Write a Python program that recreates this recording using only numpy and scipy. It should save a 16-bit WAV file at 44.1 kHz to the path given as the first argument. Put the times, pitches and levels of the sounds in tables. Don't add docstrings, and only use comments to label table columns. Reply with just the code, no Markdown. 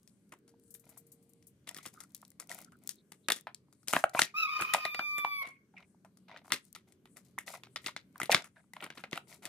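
import sys
import numpy as np
from scipy import signal
from scipy.fft import rfft, irfft
from scipy.io import wavfile
from scipy.ndimage import uniform_filter1d

SR = 44100
rng = np.random.default_rng(int(sys.argv[2]) if len(sys.argv) > 2 else 0)


def makeup_ratio(level_db):
    decades = np.asarray(level_db, float) / 20
    return 10 ** decades


def pcm_store(signal):
    levels = np.round(np.clip(np.atleast_2d(signal), -1, 1) * 32767)
    wavfile.write(sys.argv[1], SR, levels.astype(np.int16).T)


N = 418068


def level(x, db):
    return x * makeup_ratio(db) / np.sqrt(np.mean(x ** 2))


def along(table, hz):
    table = np.array(table, float)
    return np.interp(np.log(np.maximum(hz, 1)), np.log(table[:, 0]), table[:, 1])


def curves(rows):
    s, *columns = np.transpose(rows)
    return [np.interp(np.arange(N) / SR, s, c) for c in columns]


def band(x, lo_hz, hi_hz):
    sos = signal.butter(2, [lo_hz, min(hi_hz, .45 * SR)], "band", fs=SR, output="sos")
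    return signal.sosfilt(sos, x)


def walk(rate_hz):
    k = int(SR / rate_hz)
    steps = np.repeat(rng.standard_normal(N // k + 1), k)
    return 1.3 * uniform_filter1d(uniform_filter1d(steps, k), k)[:N]


# start_s, peak_db, panel_hz, edge_db (treble re peak)
TICKS = [(1.691, -30.5, 3120, 2.5), (1.712, -41, 1940, -2), (2.037, -47.5, 1880, 5), (2.2, -71, 2150, 7),
         (2.251, -57.5, 4730, 14), (2.317, -57.5, 2360, 6), (2.424, -39.5, 1690, -9), (2.547, -46, 2400, 0),
         (2.646, -52, 2440, 9), (2.875, -41.5, 4070, 2), (3.546, -47.5, 3190, 13.5),
         (3.929, -18.5, 1540, -4), (4.04, -4.5, 1170, -19), (4.095, -37.5, 1740, 2.5),
         (4.622, -16.5, 1320, -11), (6.48, -41, 900, -27), (7.67, -45, 1298, -25),
         (8.766, -30.5, 1240, -22), (8.864, -31, 1260, -15), (9.158, -25.5, 2240, -14.5),
         (9.176, -19.5, 1694, -15)]
# start_s, peak_db, panel_hz, edge_db
FOLDS = [(.321, -36.5, 1150, -6.5), (.478, -59, 910, 9), (.89, -54.5, 860, -11), (1.672, -32, 2300, -8.5),
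         (1.764, -31, 3130, -10), (1.854, -31, 1810, -10.5), (3.361, -35.5, 2450, 1),
         (3.874, -31, 2330, -3.5), (3.947, -21, 1490, -15), (4.61, -21, 1670, -6), (5.467, -36, 1900, -9.5),
         (6.283, -42, 1710, -20.5), (6.447, -47, 890, -15), (6.503, -31.5, 1260, -17),
         (6.533, -18, 2280, -6), (7.843, -38, 2150, -5.5), (8.301, -30, 1060, -22),
         (8.442, -34.5, 1290, -5.5), (8.824, -29.5, 1420, -12), (8.974, -34.5, 1680, -15),
         (9.167, -34.5, 2360, -6), (9.426, -37, 1610, -14)]
# start_s, peak_db, panel_hz, edge_db
GRIP = [(.076, -54, 2640, 7), (.75, -43.5, 2430, -53), (1.426, -53, 2600, -1), (1.746, -35, 2870, -1),
        (1.785, -33.5, 2190, -7), (1.861, -34.5, 2260, 2.5), (2.004, -37, 2270, 3.5),
        (2.148, -47.5, 2820, 9.5), (2.228, -46.5, 720, -22), (2.399, -33.5, 1650, 4.5),
        (2.515, -27, 2380, -5), (2.588, -35.5, 1840, -4.5), (2.721, -50.5, 1330, 0.5),
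        (2.892, -33, 2830, 7), (3.12, -35, 2220, 0), (3.727, -52, 1375, 1), (3.831, -55, 1382, 0)]
# start_s, peak_db, panel_hz, edge_db
PRESS = [(3.285, -14.5, 1510, -15.5), (3.302, -7, 1970, -10), (3.32, -10.5, 2920, -5.5),
         (3.47, -24, 960, -25.5), (3.478, -35, 1070, -31.5), (3.883, -25, 3305, 4),
         (3.935, -7, 1360, -10.5), (3.965, -7.5, 970, -24.5), (4.149, -16.5, 730, -31.5),
         (4.192, -5, 1341, -10.5), (4.218, -4, 2840, -15.5), (4.592, -30.5, 1560, -11),
         (4.737, -11, 2062, -2), (4.746, -11.5, 1622, -40), (4.852, -14, 2048, -17.5),
         (4.946, -20.5, 1830, -16.5), (4.993, -16, 1246, -26), (5.182, -25.5, 1720, -5),
         (5.248, -13.5, 1183, -34), (5.455, -41.5, 1880, -11), (5.488, -49.5, 1750, 4.5)]
# start_s, peak_db, panel_hz, edge_db
CUT = [(5.739, -54, 860, -31.5), (5.804, -50, 2260, -15), (5.782, -46, 2260, -25), (6.048, -44, 887, -10.5),
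       (6.172, -54.5, 1286, 1.5), (6.315, -38, 803, -26), (6.373, -38.5, 1880, -19), (6.521, -8, 2630, -15),
       (6.75, -32.5, 2480, -6.5), (6.761, -35, 2320, -9), (6.923, -51.5, 2440, 2.5),
       (7.056, -41, 1920, -13), (7.169, -36, 1800, -6), (7.386, -22, 1907, -8), (7.479, -26.5, 2000, -21),
       (7.635, -33, 2240, -23), (7.76, -19, 2260, -25), (7.862, -18.5, 2480, -20.5),
       (7.87, -24.5, 2040, -2), (7.883, -23.5, 1790, -23), (7.964, -20, 2160, -40.5)]
# start_s, peak_db, panel_hz, edge_db
TURN = [(8.158, -35.5, 800, -20.5), (8.201, -19.5, 1450, -8.5), (8.216, -17.5, 1930, -17),
        (8.232, -20, 1910, -6), (8.257, -29, 2300, -6.5), (8.317, -9, 2530, -12.5), (8.323, -15.5, 2650, 0),
        (8.346, -3.5, 2180, -21.5), (8.735, -34.5, 2110, -4), (8.841, -25, 2300, -10),
        (8.903, -28, 1590, -26), (8.954, -47, 1870, -2), (9.038, -28.5, 1340, -24),
        (9.13, -18.5, 1850, -24), (9.327, -36.5, 1940, -34), (9.454, -23.5, 2620, -7.5)]
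# table, crunch_db (re peak), thump_db (whole bottle)
KINDS = [(TICKS, -33.5, -0.37), (FOLDS, -2.5, 1.8), (GRIP, -21.5, -1.4), (PRESS, -23.5, -4.3),
         (CUT, -20, -5), (TURN, -22.5, 0.43)]


def cracks():
    out, t = np.zeros((2, N + 8192)), np.arange(4096) / SR
    events = [(*row, *db) for rows, *db in KINDS for row in rows]
    start_s, peak_db, panel_hz, edge_db, crunch_db, thump_db = np.transpose(events)
    count = len(start_s)
    noise = rng.standard_normal((count, 2, len(t)))
    grain = np.repeat(rng.exponential(size=(count, len(t) // 32)), 32, axis=1)

    second_slip = 0.13 * np.exp(-((t - .0025) / .0016) ** 2)
    slips = np.exp(-t / .0012) + second_slip * np.sqrt(grain)
    crunch_shape = np.exp(-t / 0.016) * np.clip(t / 0.0018, 0, 1)
    crunch = makeup_ratio(crunch_db + 6.5)[:, None] * crunch_shape * grain ** 0.78
    push = noise * (slips + crunch)[:, None]
    ringing = noise * (slips + .4 * crunch)[:, None]
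    push[:, :, 3] += 1.2
    ringing[:, :, 3] += 1.2

    thump = makeup_ratio(thump_db)[:, None, None] * band(push, 135, 470)
    panel = body(push, ringing, panel_hz, ring_db=-6, scatter_db=5.5) + thump
    edge = band(push, 3600, 11300)

    def unit(x):
        return x / np.abs(x[:, :1]).max(axis=2, keepdims=True)

    snap = unit(panel) + makeup_ratio(edge_db + 4.5)[:, None, None] * unit(edge)
    snap = snap * makeup_ratio(peak_db - 4.0)[:, None, None]
    side = 0.4 * band(snap[:, 1], 1300, 21000)
    for i, mid, apart in zip((start_s * SR).astype(int) - 6, snap[:, 0], side):
        out[0, i:i + len(t)] += mid + apart
        out[1, i + 2:i + 2 + len(t)] += mid - apart
    return out[:, :N]


# centre_hz, width_hz, level_db
BOTTLE = [(140, 58, -9.5), (310, 160, 0.5), (720, 220, -1.5), (946, 420, -2.5), (1314, 400, -7),
          (2025, 350, -12), (3540, 510, -12.5)]


def body(push, ringing, panel_hz, ring_db, scatter_db):
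    out = np.array([band(p, hz / 2.04, hz * 2.076) + makeup_ratio(ring_db) * band(r, hz / 1.12, hz * 1.079)
                    for p, r, hz in zip(push, ringing, panel_hz)])
    scatter = rng.standard_normal((len(BOTTLE), len(push)))
    for (hz, width_hz, db), chance in zip(BOTTLE, scatter):
        near_db = db + 6.5 - 14.55 * abs(np.log2(hz / panel_hz)) + scatter_db * chance
        gain = makeup_ratio(near_db) * np.sqrt(panel_hz / width_hz)
        out = out + gain[:, None, None] * band(ringing, hz - width_hz / 2, hz + width_hz / 2)
    return out


# start_s, end_s, body_db, treble_db
RUSTLE = [(8.553, 8.613, -73.5, -87), (0.837, 0.988, -73.5, -77), (1.665, 1.797, -68, -74),
          (1.826, 1.856, -70, -61.5), (1.931, 2.032, -75, -67.5), (2.095, 2.267, -90, -82),
          (2.394, 2.401, -53.5, -67), (2.488, 2.626, -62.5, -63.5), (2.499, 2.512, -54.5, -58),
          (7.158, 7.18, -66, -64.5), (6.87, 6.92, -79.5, -82), (4.733, 4.76, -42, -50),
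          (2.815, 2.867, -74, -78), (3.889, 3.986, -49.5, -45), (4.133, 4.213, -50, -54),
          (4.195, 4.214, -45, -44), (5.418, 5.469, -57, -80), (5.731, 5.825, -71.5, -100),
          (6.277, 6.38, -60.5, -97), (6.44, 6.518, -75.5, -73.5), (7.245, 7.296, -80.5, -73),
          (7.462, 7.554, -53.5, -56), (7.814, 7.88, -75.5, -67.5), (8.139, 8.2, -67, -77.5),
          (8.298, 8.363, -36.5, -50), (6.64, 6.676, -90, -72.5), (8.757, 8.87, -63, -78),
          (8.947, 9.001, -71, -63.5), (9.118, 9.168, -53.5, -63), (9.269, 9.353, -66.5, -64.5),
          (9.42, 9.49, -57, -64)]


def rustle():
    out, t = 0, np.arange(N // 32 + 1) * 32 / SR
    for part, rate_hz in (("body", 210), ("treble", 550)):
        effort = 0
        for start_s, end_s, body_db, treble_db in RUSTLE:
            rise = np.clip((t - start_s) / 0.0054, 0, 1)
            fall = np.exp(-np.maximum(t - end_s, 0) / 0.02)
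            effort = effort + makeup_ratio(body_db if part == "body" else treble_db) * rise * fall

        sizes = makeup_ratio(np.minimum(4.0 * rng.exponential(size=N), 11))
        clicks = (rng.random(N) < rate_hz / SR) * sizes
        smear = signal.lfilter([1], [1, -np.exp(-1 / (0.0017 * SR))], clicks ** 2) ** .5
        push = rng.standard_normal((2, N)) * (smear + 0.25)
        if part == "body":
            pair = np.broadcast_to(push, (2, 2, 2, N))
            panels = body(*pair, np.array([950, 2300]), ring_db=2, scatter_db=7)
            mid, side = band(panels.sum(0), 260, 3300)
        else:
            mid, side = band(push, 3600, 12000)
        side = 0.6 * band(side, 1500, 16000)
        stereo = level(np.array([mid + side, mid - side]), 1.2)
        out = out + stereo * np.repeat(effort, 32)[:N] * makeup_ratio(2.0 * walk(30))
    return out


# start_s, peak_db
CHATTER = [(0.705, -49.5), (0.74, -43.5), (0.795, -56), (0.891, -52.5), (0.974, -45.5), (1.066, -59.5),
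           (1.118, -50.5), (1.225, -64), (1.292, -62.5), (1.468, -50.5)]
# pitch_hz, level_db, t60_s
BLADES = [(7470, -11, 0.03), (10700, -34, 0.039), (11370, 11, 0.046), (12430, 27, 0.018),
          (13500, -11, 0.023), (14500, -4, 0.037)]


def scissors():
    out, t = np.zeros((2, N)), np.arange(4096) / SR
    for start_s, peak_db in CHATTER:
        touch = rng.standard_normal((2, len(t))) * np.minimum(t / 0.0016, 1) * np.exp(-t / 0.013)
        ring = 0
        for hz, db, t60_s in BLADES:
            db_chance, hz_chance = rng.standard_normal(2)
            tone = np.sin(2 * np.pi * hz * (1 + 0.0011 * hz_chance) * t)
            ring = ring + makeup_ratio(db + 2.1 * db_chance) * tone * np.exp(-np.log(1000) * t / t60_s)
        rung = signal.fftconvolve(touch, ring[None], axes=1)[:, :len(t)]
        sound = level(rung, -9) + level(band(touch, 7000, 14500), 0)
        i = int(start_s * SR)
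        out[:, i:i + len(t)] += makeup_ratio(peak_db + 5.5) * sound / np.abs(sound).max()
    return out


# start_s, peak_db, centre_hz
PRICKS = [(0.0314, -54, 10500), (0.2932, -59, 10000), (0.3885, -57, 11900), (0.5975, -58, 9360),
          (0.6374, -57, 9530), (0.6794, -58, 9550), (0.8545, -53, 11900), (1.335, -47.5, 8000),
          (1.6444, -66, 4500), (1.7754, -37, 11600), (1.8744, -43, 4790), (1.9314, -58, 8230),
          (1.94, -45, 10500), (2.0946, -64, 11500), (2.1064, -61, 4940), (2.1201, -54, 10500),
          (2.1654, -44, 10400), (2.1784, -50, 8980), (2.2164, -47, 9050), (2.2796, -49, 10200),
          (2.3038, -40.5, 11600), (3.41, -43, 12000), (4.195, -14.5, 4440), (5.1141, -49, 4754),
          (8.1269, -64, 8560), (8.1798, -44, 10200), (8.3126, -24, 5400), (8.4226, -39, 4660),
          (2.4728, -49, 10500), (2.4947, -34.5, 4570), (2.605, -43, 10700), (2.616, -41, 9930),
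                (2.7691, -65, 9810), (2.7886, -61, 9580), (2.8374, -49.5, 10800), (2.9124, -44, 11200),
                (2.9432, -55, 7440), (2.9567, -51, 11200), (6.6518, -48.5, 10300), (6.7281, -38.5, 10400),
                (6.8867, -63, 7870), (7.2504, -58, 9860), (7.2629, -57, 5280),
          (2.1475, -31, 10200), (2.5466, -34, 11900), (2.5875, -37, 11700), (2.8744, -25, 11000),
         (3.2854, -15, 4510), (4.7396, -18, 5320), (8.8139, -47, 11000), (9.1124, -41, 5070)]
# start_s, peak_db,
# centre_hz
TAPS = [(0.335, -47, 751), (0.539, -61.5, 770), (0.971, -54.5, 899), (3.684, -64, 840), (4.601, -25, 1197),
        (5.826, -54, 2236), (5.946, -59.5, 773), (6.362, -38, 1828), (8.327, -15.5, 2050),
        (8.365, -26, 1380),
        (2.228, -49, 912), (5.805, -54, 1370), (6.295, -46, 824), (7.38, -29, 1150), (7.539, -39, 845),
             (7.889, -39, 1140), (8.295, -16, 713), (8.561, -59, 1470), (8.589, -64, 1470),
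             (8.641, -64, 1070), (8.805, -37, 2060)]


def ticks_and_taps():
    out, t = np.zeros((2, N)), np.arange(1024) / SR
    bright, dull = PRICKS, TAPS
    for rows, decay_s, spread in ((bright, .0012, 1.7), (dull, .003, 1.35)):
        for start_s, peak_db, hz in rows:
            burst = rng.standard_normal((2, len(t))) * np.exp(-t / decay_s)
            mid, side = band(burst, hz / spread, hz * spread)
            side = side * min(hz / 5000, .6)
            stereo = np.array([mid + side, mid - side])
            i = int(start_s * SR)
            out[:, i:i + len(t)] += stereo * makeup_ratio(peak_db + 0.1) / np.abs(mid).max()
    return out


# start_s, end_s, pitch_hz, level_db
CREAKS = [(1.75, 1.85, 2100, -67), (1.75, 1.796, 1230, -64), (1.945, 2.045, 1310, -63.5),
          (4.151, 4.174, 1004, -37), (4.166, 4.193, 2420, -40.5), (4.264, 4.31, 2370, -57.5),
          (5.764, 5.785, 2290, -52), (5.798, 5.845, 2240, -69), (5.74, 5.77, 747, -66.5),
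          (2.65, 2.687, 1390, -70), (2.719, 2.757, 1400, -68), (2.96, 3.007, 3900, -75),
          (3.231, 3.268, 3780, -74.5), (5.48, 5.57, 2270, -72), (8.56, 8.605, 1600, -68)]


def creaks():
    out, t = np.zeros((2, N)), np.arange(int(.2 * SR)) / SR
    for start_s, end_s, hz, db in CREAKS:
        slips = rng.standard_normal((2, len(t))) * np.repeat(rng.exponential(size=len(t) // 60), 60)
        fade = np.clip(t / .004, 0, 1) * np.exp(-np.maximum(t - end_s + start_s, 0) / 0.0065)
        mid, side = level(band(slips, hz / 1.085, hz * 1.085), db) * fade
        i = int(start_s * SR)
        out[:, i:i + len(t)] += [mid + .4 * side, mid - 0.44 * side]
    return out


# time_s, pitch_hz
CROW_PITCH = [(4.338, 1160), (4.38, 1300), (4.41, 1324), (4.45, 1257), (4.472, 1232), (4.478, 1088),
              (4.51, 1238), (4.7, 1244), (4.86, 1227)]
# time_s, pitch_hz
NOTE_PITCH = [(4.9, 1194), (5.15, 1178), (5.281, 1162), (5.37, 1139), (5.408, 1122), (5.42, 1083),
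              (5.46, 1053)]
# time_s, effort_db, first_db (first partial re second, high with the beak nearly shut)
CROW_EFFORT = [(4.348, -53, 11), (4.38, -38.5, -9), (4.44, -41.5, -3.5), (4.475, -51, 1), (4.51, -44, -1),
               (4.88, -46.5, -4.5), (4.9, -47.5, -19.5), (5.17, -42, -8.5), (5.43, -45.5, -8)]
# multiple, level_db
CROW_UPPER = [(1, 0), (2, 0), (3, -13), (4, -17), (5, -23), (6, -35), (7, -41), (8, -35), (9, -25),
              (10, -28), (11, -24), (12, -25), (13, -40)]
# multiple, level_db (re second partial)
HALF_LINES = [(.84, -13), (1.5, -18), (2.45, -12.5), (3.75, -20)]


def cockerel():
    start_s, hoarse_from_s, hoarse_until_s, break_s = 4.34, 4.5, 4.89, 5.415
    attack_s, release_s = 0.0058, 0.018
    (hz,), (second_db, shut_db) = curves(CROW_PITCH + NOTE_PITCH), curves(CROW_EFFORT)
    first_db = second_db + shut_db
    t = np.arange(N) / SR
    hoarse = np.clip((hoarse_until_s - t) / 0.022, .05, 1) * np.clip((t - hoarse_from_s) / 0.067, .8, 1)
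    hoarse = hoarse + np.clip((t - break_s) / 0.016, 0, 1)
    jitter = .021 * hoarse * walk(900) + .008 * hoarse * walk(60)
    phase = 2 * np.pi * np.cumsum(hz * (1 + jitter)) / SR
    flutter_db = .7 * walk(25) + hoarse * (4 * walk(200) + 2.2 * walk(70))

    upper_db = dict(CROW_UPPER)
    out = 0
    for k in upper_db:
        db = first_db if k == 1 else second_db + upper_db[k] - upper_db[2]
        shake_db = flutter_db
        if k > 2:
            hoarse_db = 4 * (k == 4) - 3 * (k > 6)
            shake_db = shake_db + 5 * walk(18) - 5.5 + hoarse * hoarse_db
            shake_db = shake_db - 20 * (t > break_s) * (4 < k < 8)
        lag = np.array([[0], [1.173 * min(k, 2) + rng.standard_normal() * (k > 2)]])
        partial = np.sin(k * phase + lag) * (k * hz < .36 * SR)
        out = out + np.sqrt(2) * makeup_ratio(db + 6.0) * makeup_ratio(shake_db) * partial

    for k, db in HALF_LINES:
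        on = np.clip((t - hoarse_from_s) / 0.073, 0, 1) * np.clip((hoarse_until_s - t) / 0.013, 0, 1)
        out = out + makeup_ratio(second_db + db + 2.5 + 4.0 * walk(60)) * on * np.sin(k * phase)

    air = rng.standard_normal((2, N))
    rasp = level(band(air, 900, 3400), -12) * np.clip((t - hoarse_from_s) / .08, .4, 1)
    for lo_hz, hi_hz, db in ((4500, 5500, -16), (5600, 10000, -27), (10500, 15000, -19)):
        rasp = rasp + level(band(air, lo_hz, hi_hz), db)
    rasp = rasp * (1 + np.cos(phase)) * (hoarse + .1) * makeup_ratio(second_db)
    end_s = CROW_EFFORT[-1][0]
    gate = np.clip((t - start_s) / attack_s, 0, 1) * np.clip(1 - (t - end_s) / release_s, 0, 1) ** 2
    return (out + rasp) * gate * makeup_ratio([[-.8], [.8]])


def walls(x, t60_s, top_hz, gap_s, alike):
    t = np.arange(SR // 2) / SR
    decay = np.exp(-np.log(1000) * t / t60_s) * np.clip(t / gap_s, 0, 1)
    mid, side = rng.standard_normal((2, len(t))) * decay
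    side = side - alike * band(side, 30, 1000)
    tails = band(np.array([mid + side, mid - side]), 55, top_hz)
    return signal.fftconvolve(x, tails / np.sqrt(np.sum(tails ** 2) / 2), axes=1)[:, :N]


# middle_s, half_length_s, level_db
LEAVES = [(.15, 0.22, -82), (0.666, .05, -74), (1.2, 0.36, -81.5), (2.2, .15, -79), (3.17, 0.075, -78),
          (3.8, 0.092, -80), (5.52, .04, -83), (5.901, .04, -78), (6.22, .04, -86.5), (6.655, 0.033, -71.5),
          (7.12, .06, -77), (7.74, .04, -77.5), (8.601, 0.081, -80), (9.302, .1, -78)]


def leaves():
    t = np.arange(N // 64 + 1) * 64 / SR
    hiss = level(band(rng.standard_normal((2, N)), 7500, 10300), 0)
    breeze = sum(makeup_ratio(db) * np.exp(-((t - middle_s) / half_s) ** 2) for middle_s, half_s, db in LEAVES)
    return hiss * np.repeat(breeze, 64)[:N] * makeup_ratio(1.9 * walk(25))


# freq_hz, density_db (per Hz)
YARD = [(15, -55), (25, -28), (108, -5), (175, 2.5), (249, -4), (373, -7.5), (840, -32.5), (1260, -27.5),
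        (4870, -35.5), (9000, -38), (16000, -40)]
# freq_hz, left_right_correlation
YARD_LIKENESS = [(40, 0.53), (90, 0.96), (300, .92), (700, 0.8), (1500, 0.088), (15000, .02)]
# start_s, end_s, pitch_hz, level_db
FAR_NOTES = [(0.384, 1.54, 463, -74.5), (5.702, 6.362, 187.5, -72.5), (6.746, 7.142, 371, -75)]


def yard():
    out, swell, t = 0, walk(0.72), np.arange(N) / SR
    for hz in 35 * 2 ** np.arange(0, 9, .5):
        mid, side = band(rng.standard_normal((2, N)), hz / 1.19, hz * 1.107)
        alike = np.clip(along(YARD_LIKENESS, hz), 0, 1)
        pair = np.sqrt(1 + alike) * mid + np.sqrt(1 - alike) * side * np.array([[1], [-1]])
        out = out + makeup_ratio(along(YARD, hz) + 1.2 * swell + 2.2 * walk(6)) * pair
    out = level(out, -65.5)
    for start_s, end_s, hz, db in FAR_NOTES:
        fade = np.clip((t - start_s) / 0.055, 0, 1) * np.clip((end_s - t) / 0.041, 0, 1)
        gain = np.sqrt(2) * makeup_ratio(db + 3.0 * walk(12)) * fade
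        out = out + gain * np.sin(2 * np.pi * np.cumsum(hz * (1 + .004 * walk(5))) / SR)
    return out


def scene():
    bottle, bird = cracks() + rustle() + scissors(), cockerel()
    near = makeup_ratio(-19.5) * walls(bottle.mean(0)[None], t60_s=0.17, top_hz=8800, gap_s=0.018, alike=0.5)
    far = makeup_ratio(-14) * walls(bird[:1], t60_s=0.3, top_hz=3200, gap_s=0.026, alike=0.56)
    hold = .25 * SR
    loudness = signal.lfilter([1 / hold], [1, -np.exp(-1 / hold)], bottle[0] ** 2)
    duck = (1 + loudness / makeup_ratio(-105)) ** -.12
    small = ticks_and_taps() + creaks() + leaves()
    return bottle + near + bird + far + duck * yard() + small


def top_cut(x):
    return signal.sosfilt(signal.butter(12, 16640, fs=SR, output="sos"), x)


# freq_hz, left_minus_right_db
PORTS = [(60, .4), (1000, .6), (3500, 1.5), (6000, 6), (9000, 14), (13000, 8), (16000, 8)]


def record(dry):
    hz = np.fft.rfftfreq(N, 1 / SR)
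    ratio = makeup_ratio(along(PORTS, hz))
    ends = makeup_ratio(-np.clip(hz - 15300, 0, 3000) * .02) * np.clip(hz / 70, 0, 1) ** 2.2
    balance = np.array([2 * ratio / (1 + ratio), 2 / (1 + ratio)])
    ports = irfft(rfft(dry) * ends * balance, N)
    return top_cut(ports)


dry = scene()
out = record(dry)
pcm_store(out)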